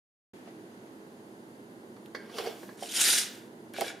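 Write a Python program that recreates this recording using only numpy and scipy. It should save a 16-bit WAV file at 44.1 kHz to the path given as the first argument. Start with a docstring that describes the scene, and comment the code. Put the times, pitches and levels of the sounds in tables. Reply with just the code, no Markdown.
"""First comes the air of a quiet room with a fan humming, a faint rustle and one soft knock.
Then, close to the microphone, a small plywood machine works a puzzle cube. After a click, a servo
swings the arm over the cube, a second servo turns the cradle with a loud gear rasp, and the arm
shifts again and knocks in its loose joints. Each rasp is gear teeth striking and rattling through
the machine's body; each click and knock is a hard part ringing briefly."""
import sys
import numpy as np
from scipy import signal
from scipy.fft import rfft, irfft
from scipy.io import wavfile

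SR = 44100
rng = np.random.default_rng(int(sys.argv[2]) if len(sys.argv) > 2 else 0)


def unload_audio(sound):
    """Save the sound as a 16-bit wav file, at the path given as the first command line argument."""
    columns = np.transpose(np.atleast_2d(sound))
    # keep every value between -1 and 1, then stretch to whole-number steps
    steps = np.round(np.clip(columns, -1, 1) * 32767)
    wavfile.write(sys.argv[1], SR, steps.astype(np.int16))


N = 176400
T = np.arange(N) / SR


def amp(db):
    """Decibels to gain."""
    return 10 ** (np.asarray(db) / 20)


def unit(x):
    """Scales to rms 1."""
    return x / np.sqrt(np.mean(x ** 2) + 1e-20)


def read(points, hz):
    """Reads a table on a log-frequency axis."""
    f, value = np.transpose(points)
    return np.interp(np.log(hz + 1), np.log(f + 1), value)


def level(points):
    """Gain along a level curve, silent outside it."""
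    return amp(np.interp(T, *np.transpose(points), left=-200, right=-200))


def add(mix, s, sound):
    """Adds a sound at a time in seconds."""
    part = mix[round(s * SR):][:len(sound)]
    part += sound[:len(part)]


def drift(hz):
    """Random wavering of rms 1, up to a rate."""
    f = np.fft.rfftfreq(N, 1 / SR)
    return unit(irfft(rfft(rng.standard_normal(N)) / (1 + (f / hz) ** 4), N))


def colour(x, points, size=4096):
    """Causal filter of energy 1: only the shape of the spectrum counts."""
    log_gain = np.log(amp(read(points, abs(np.fft.fftfreq(size, 1 / SR)))))
    taps = np.fft.ifft(np.exp(np.conj(signal.hilbert(log_gain)))).real[:size // 2]
    return signal.oaconvolve(x, taps / np.linalg.norm(taps))[:N]


def tilted(points, db_per_octave):
    """A spectrum made brighter or duller."""
    return [(hz, db + db_per_octave * np.log2(hz / points[0][0])) for hz, db in points]


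def pan(x, left_db):
    """Places a sound left or right of the microphone's centre."""
    return x * amp(np.array([[left_db], [-left_db]]) / 2)


def rattle(per_s, spread_db=1.36):
    """Random tiny impacts of uneven strength."""
    strength = amp(spread_db * np.minimum(rng.exponential(1, N), 4))
    return unit(strength * rng.choice([-1, 1], N) * (rng.random(N) < per_s / SR))


# The air around the microphone. Each row: frequency in Hz, relative level in dB.
AIR_COLOUR = [(20, -64), (50, -29), (70, -31), (115, -10), (165, -10), (205, -1.5), (280, -4), (400, -2),
              (480, -9), (600, -13), (800, -14), (1000, -16), (1250, -22), (1520, -19), (2000, -22.5),
              (2450, -31), (2800, -28), (4000, -31.5), (4800, -31), (5650, -37.5), (6400, -32),
              (8100, -37.5), (10250, -32), (11000, -36.5), (15200, -43)]
# How alike its two sides are. Each row: frequency in Hz, correlation.
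AIR_LIKENESS = [(60, 0.83), (180, 0.99), (550, 0.88), (1650, -0.66), (4970, 0.25), (15000, 0.51)]
# Where it leans. Each row: frequency in Hz, left over right in dB.
AIR_LEAN = [(60, -3), (180, -1), (550, -4.5), (1650, -0.5), (4970, 0.5), (15000, -1)]


def room_air(level_db=-49.5):
    """Steady room noise, partly shared by the two sides of the microphone."""
    hz = np.fft.rfftfreq(N, 1 / SR)
    shared, separate = rfft(rng.standard_normal((2, N)))
    likeness = np.clip(read(AIR_LIKENESS, hz), -1, 1)
    lean = amp(read(AIR_LEAN, hz) / 2)
    left = shared * lean
    right = (likeness * shared + np.sqrt(1 - likeness ** 2) * separate) / lean
    spectrum = np.array([left, right]) * amp(read(AIR_COLOUR, hz))
    return amp(level_db) * unit(irfft(spectrum, N))


# The fan in the background. Each row: frequency in Hz, level in dB.
FAN_TONES = [(240, -65), (329, -60), (657, -75)]


def fan():
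    """A fan hums just right of centre, each tone wavering in level and pitch."""
    hum = np.zeros(N)
    for hz, db in FAN_TONES:
        gain = amp(db) * (1 + 0.22 * drift(4))
        cycles = np.cumsum(hz + 1.86 * drift(6.15)) / SR
        hum += gain * np.sqrt(2) * np.sin(2 * np.pi * cycles)
    return pan(hum, left_db=-1.5)


# The opening rustle. Each row: time in seconds, level in dB.
RUSTLE_LEVEL = [(.33, -60), (.45, -64.5), (.485, -56), (.52, -65.5), (.8, -65.5), (1.1, -70.5), (1.5, -83)]
# Each row: frequency in Hz, relative level in dB.
RUSTLE_SPECTRUM = [(200, -8), (520, 4), (900, -3), (1700, 2.5), (3000, -4.5), (6500, -11.5), (12000, -29)]


def rustle():
    """Faint ticks on both sides blur into a rustle that settles before the machine moves."""
    return np.array([colour(rattle(per_s=4000) * level(RUSTLE_LEVEL), RUSTLE_SPECTRUM) for _ in "LR"])


# The small room's decay. 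Each row: frequency in Hz, seconds to fall 60 dB.
ROOM_DECAY = [(200, 0.16), (1000, 0.68), (3500, 0.48), (9000, 0.28), (15000, 0.083)]


def room(x, wet_db, early_db, early_fade_s=0.0093):
    """Direct sound reaches the microphone, then reflections off table and frame, then the room's tail."""
    t = np.arange(SR * 3 // 4) / SR
    early = rng.standard_normal((2, len(t))) * (rng.random((2, len(t))) < 1500 / SR)
    early *= np.exp(-t / early_fade_s) * (t > .001)
    diffuse = rng.standard_normal((2, len(t))) * np.minimum(t / 0.0085, 1)
    hz, at, bands = signal.stft(diffuse, SR, nperseg=256)
    decay = amp(-60 * at / read(ROOM_DECAY, hz)[:, None])
    tail = signal.istft(bands * decay, SR, nperseg=256)[1][:, :len(t)]
    tail = tail + 0.46 * tail[::-1]  # each side hears some of the other
    echo = (amp(early_db) * unit(early) + amp(wet_db) * unit(tail)) / np.sqrt(len(t))
    return x + signal.fftconvolve(x, echo, axes=1)[:, :N]


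# Hiss of the arm's swing and the cradle's turn. Each row: time in seconds, level in dB.
SWING_HISS = [(2.32, -70), (2.39, -55), (2.45, -56), (2.55, -58.5), (2.64, -58.5), (2.71, -64),
              (2.76, -63.5)]
CRADLE_HISS = [(2.77, -79), (2.85, -58), (3.28, -54.5), (3.38, -57), (3.42, -67.5), (3.48, -70)]
# Each row: frequency in Hz, relative level in dB.
HISS_SPECTRUM = [(500, -18), (2500, -3), (7000, -4.5), (10500, -7), (13000, -5.5), (15000, -9)]


def motor_hiss():
    """The motors hiss thinly, dead centre."""
    return colour(rattle(per_s=6000) * (level(SWING_HISS) + level(CRADLE_HISS)), HISS_SPECTRUM)


# Friction in the arm's links. Each row: time in seconds, level in dB.
RUB_LEVEL = [(2.27, -60.5), (2.36, -47.5), (2.395, -36), (2.43, -47.5), (2.47, -37.5), (2.52, -58),
             (2.72, -74)]
# Each row: frequency in Hz, relative level in dB.
RUB_SPECTRUM = [(150, -17.5), (330, -14), (440, 8.5), (540, -8), (680, 2.5), (900, -16), (1400, -16.5),
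                (4000, -63)]


def link_rub():
    """Wooden links rub in tiny catches as the arm swings, right of centre."""
    return pan(colour(rattle(per_s=900) * level(RUB_LEVEL), RUB_SPECTRUM), left_db=-3.5)


# The scuff where two parts meet. Each row: frequency in Hz, relative level in dB.
SCUFF_SPECTRUM = [(80, -47), (300, 0), (700, 2.5), (2000, 3.5), (3000, -10.5), (4700, -3.5), (7000, -21),
                  (15000, -30)]


def blows(rows, modes, scuff_db, scuff_fade_s=0.004):
    """Each blow is a ring of the part's modes, slightly detuned, and a brief scuff of contact."""
    out, t = np.zeros(N), np.arange(SR // 4) / SR
    pivot_hz = modes[1][0]
    for start, db, tilt, length in rows:
        for k, (hz, mode_db, t60) in enumerate(modes):
            ring = amp(db + mode_db + tilt * np.log2(hz / pivot_hz) - 60 * t / (t60 * length))
            detuned_hz = hz * (1 + 0.014 * rng.standard_normal())
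            add(out, start, (-1) ** k * ring * np.sin(2 * np.pi * detuned_hz * t) / 2)
        scuff = amp(db + scuff_db) * np.exp(-t / scuff_fade_s) * rng.standard_normal(len(t))
        add(out, start, colour(scuff, tilted(SCUFF_SPECTRUM, tilt)))
    return out


# Small parts. Each row: start in seconds, level in dB, tilt in dB per octave, ring length factor.
PART_CLICKS = [(1.965, -49, 0, 0.47), (2.148, -32.5, -0.5, 1), (2.1502, -28.5, 1, 0.27),
               (2.16, -43, 4.5, 0.61), (2.295, -41.5, -3, .6), (2.385, -30.5, 1.5, 0.55),
               (2.463, -39, 4.5, 0.61), (2.631, -36, -6.5, .5), (2.691, -36, -5.5, .7)]
# Each row: mode frequency in Hz, relative level in dB, seconds to fall 60 dB.
PART_RING = [(605, -1.5, 0.023), (800, -2, 0.024), (1104, 3, 0.023), (1570, 1.5, 0.051), (1600, 3, 0.023),
             (2110, -7, 0.022), (2195, -16.5, 0.32), (3600, -16, .03), (4240, -7, .02), (4430, -1.5, 0.018),
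             (4750, -15, .03)]


def clicks():
    """Small hard parts click lightly, a little to the right."""
    return pan(blows(PART_CLICKS, PART_RING, scuff_db=-6), left_db=-2)


# The frame. Each row: start in seconds, level in dB, tilt in dB per octave, ring length factor.
FRAME_KNOCKS = [(.472, -38.5, -1.5, 0.82), (2.386, -39, 6.5, 0.75), (2.463, -32, -10, 0.8),
                (2.822, -30, 3.5, 0.94), (3.135, -36.5, 0.5, 1), (3.7825, -27.5, 2.5, 0.92),
                (3.811, -25.5, 11, .5), (3.8172, -14.5, 0.5, .42)]
# Each row: mode frequency in Hz, relative level in dB, seconds to fall 60 dB.
FRAME_RING = [(382, -5.5, 0.1), (448, -4.5, 0.097), (574, -1, 0.055), (690, -0.5, 0.091), (777, -2, 0.054),
              (923, -11.5, 0.049), (1110, -20.5, 0.065), (2100, -21, 0.024)]


def knocks():
    """The plywood frame rings low when knocked, right of centre."""
    return pan(blows(FRAME_KNOCKS, FRAME_RING, scuff_db=-19), left_db=-3)


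# The joints. Each row: start in seconds, level in dB, tilt in dB per octave, ring length factor.
JOINT_CLACKS = [(3.742, -33.5, -7, 0.73), (3.7635, -33, 0, .7), (3.779, -37.5, 6, .8), (3.842, -36, -2, 1),
                (3.864, -32, -5, 1), (3.88, -34, 10, 1), (3.902, -31.5, -4, 1)]
# Each row: mode frequency in Hz, relative level in dB, seconds to fall 60 dB.
JOINT_RING = [(1446, -5, 0.046), (1670, 2, 0.023), (2330, -4, 0.051), (3360, -8, 0.03), (3900, -7.5, .02),
              (5500, -16, 0.022)]


def clacks():
    """The arm's loose joints clack as it shifts, just left of centre."""
    return pan(blows(JOINT_CLACKS, JOINT_RING, scuff_db=-10.5), left_db=1)


# Dry snaps. Each row: start in seconds, level in dB, tilt in dB per octave.
BACKLASH_SNAPS = [(2.06, -46.5, 1), (2.385, -27, -3), (2.793, -40, -6), (2.834, -34.5, -3.5),
                  (2.859, -34, -5.5), (2.939, -29, -2), (2.964, -28, -4), (2.995, -21, -2.5),
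                  (3.04, -21, 0), (3.737, -39.5, 2), (3.8098, -22.5, 3.5)]
# Each row: frequency in Hz, relative level in dB.
SNAP_SPECTRUM = [(100, -45), (700, -17), (1500, -6), (3000, 9), (6000, -5.5), (10500, -3.5), (15500, -9)]


def snaps(fade_s=0.00098):
    """Plastic and gear backlash give very short bright cracks, just left of centre."""
    out, t = np.zeros(N), np.arange(SR // 20) / SR
    for start, db, tilt in BACKLASH_SNAPS:
        crack = amp(db) * np.exp(-t / fade_s) * rng.standard_normal(len(t))
        add(out, start, colour(crack, tilted(SNAP_SPECTRUM, tilt)))
    return pan(out, left_db=1.2)


def gears(effort, body, bunching, flutter_db, tooth_hz=200.3):
    """Gear teeth strike in turn, each shaking loose a cluster of rattles that sound through the body."""
    teeth = np.cumsum(tooth_hz * (1 + 0.044 * drift(15))) / SR
    strikes = unit(np.diff(np.floor(teeth), prepend=0) * amp(1.1 * rng.standard_normal(N)))
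    clusters = unit(rattle(per_s=11000) * np.exp(bunching * np.cos(2 * np.pi * teeth)))
    drive = (0.27 * strikes + clusters) * amp(flutter_db * drift(67))
    return colour(unit(drive) * level(effort), body)


def wander(x, depth_db=2, patch_hz=425, patch_s=0.0065):
    """The contact wanders, so parts of the body ring in turn: short swells and dips in narrow bands."""
    hz, at, bands = signal.stft(x, SR, nperseg=256, noverlap=192)
    across = np.fft.fftfreq(len(hz), hz[1])[:, None] * patch_hz
    along = np.fft.fftfreq(len(at), at[1]) * patch_s
    blur = np.exp(-10 * (across ** 2 + along ** 2))
    patches = np.fft.ifft2(np.fft.fft2(rng.standard_normal(bands.shape)) * blur).real
    gain = unit(amp(depth_db * unit(patches)))
    return signal.istft(bands * gain, SR, nperseg=256, noverlap=192)[1][:N]


# The servo's effort in the arm's two moves. Each row: time in seconds, level in dB.
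SWING_EFFORT = [(2.2, -70), (2.29, -61.5), (2.34, -51), (2.385, -42), (2.425, -46), (2.475, -45),
                (2.51, -51), (2.56, -75), (2.7, -67), (2.76, -88)]
SHIFT_EFFORT = [(3.734, -57), (3.755, -50), (3.765, -44.5), (3.795, -43), (3.81, -42), (3.835, -42.5),
                (3.865, -40.5), (3.9, -43.5), (3.92, -54.5), (3.98, -71)]
# The body's response in each. Each row: frequency in Hz, relative level in dB.
SWING_BODY = [(200, -18), (500, 2.5), (1000, 1), (1700, -4), (2300, 1.5), (2700, 1.5), (3300, 3.5),
              (4000, -3), (5600, -2.5), (6500, -9.5), (8300, -15), (9200, -10.5), (11500, -10),
              (13000, -24), (15500, -14)]
SHIFT_BODY = [(200, -27), (450, 8), (750, -7), (1150, -23), (1620, 4.5), (1950, -5.5), (2250, 0.5),
              (2700, -3.5), (3500, -0.5), (4600, -7), (5800, -6), (8300, -11), (9150, -8.5), (11000, -12.5),
              (13000, -19), (15500, -35)]


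def arm_servo():
    """Near the centre, gears swing the arm over the cube and later shift it again."""
    swing = wander(gears(SWING_EFFORT, SWING_BODY, bunching=0.073, flutter_db=0.7))
    shift = wander(gears(SHIFT_EFFORT, SHIFT_BODY, bunching=0.13, flutter_db=-1.0))
    return pan(swing, left_db=-1) + pan(shift, left_db=0.2)


# The servo's effort in the cradle's turn. Each row: time in seconds, level in dB.
CRADLE_EFFORT = [(2.77, -61), (2.81, -51), (2.828, -44), (2.86, -49), (2.91, -43), (2.95, -36), (2.99, -27),
                 (3.06, -23.5), (3.11, -24), (3.185, -26), (3.225, -35), (3.28, -55), (3.38, -66),
                 (3.44, -70)]
# The body's response. Each row: frequency in Hz, relative level in dB.
CRADLE_BODY = [(60, -39), (250, -12.5), (450, -14), (750, -11.5), (1100, -16), (1550, -3), (1900, -4.5),
               (2300, -3.5), (3200, -1), (3750, 2), (4300, -3), (5600, 0), (7500, -1.5), (8100, -6.5),
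               (8700, -1), (9150, 3.5), (9600, -1), (10300, -3.5), (11700, -5.5), (13000, -14),
               (15300, -21)]
# The gear mesh follows the cradle's speed. Each row: time in seconds, pitch in Hz.
MESH_PITCH = [(2.94, 1560), (3.02, 1591), (3.075, 1879), (3.11, 1889), (3.14, 1802), (3.165, 1657.5),
              (3.25, 1640)]
# Each row: multiple of that pitch, level in dB relative to the effort.
MESH_HARMONICS = [(1, -20.5), (2, -14), (3, -21), (5, -16.5)]


def cradle_servo():
    """Straight ahead of the microphone, the cradle turns with a loud rasp and a rough mesh whine."""
    rasp = gears(CRADLE_EFFORT, CRADLE_BODY, bunching=0.11, flutter_db=1.86)
    mesh_hz = np.interp(T, *np.transpose(MESH_PITCH)) * (1 + 0.0309 * drift(333))
    cycles = np.cumsum(mesh_hz) / SR
    whine = np.zeros(N)
    for multiple, db in MESH_HARMONICS:
        roughness = unit(1 + 0.39 * drift(62))
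        whine += amp(db) * np.sqrt(2) * np.sin(2 * np.pi * multiple * cycles) * roughness
    return pan(wander(rasp + whine * level(CRADLE_EFFORT)), left_db=-0.1)


def scene():
    """Three servo moves with their clicks and knocks, close up, over the room's air and fan."""
    moves = arm_servo() + cradle_servo() + motor_hiss() + link_rub()
    machine = room(moves, wet_db=-9.5, early_db=-5.5)
    machine += room(clicks(), wet_db=-7.5, early_db=-3)
    machine += room(knocks() + clacks() + snaps(), wet_db=-13, early_db=-6)
    low_cut = signal.butter(2, 115, "high", fs=SR, output="sos")  # thins the machine's bass
    return signal.sosfilt(low_cut, machine) + room_air() + fan() + rustle()


def record(dry):
    """The microphone opens after a moment of silence and passes all but the highest treble."""
    start_s, cut_hz = 0.334, 15600
    opened = dry * np.clip((T - start_s) / 0.002, 0, 1)
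    low_pass = signal.firwin(401, cut_hz, window=("kaiser", 8), fs=SR)
    return signal.oaconvolve(opened, low_pass[None], "same")


dry = scene()
out = record(dry)
unload_audio(out)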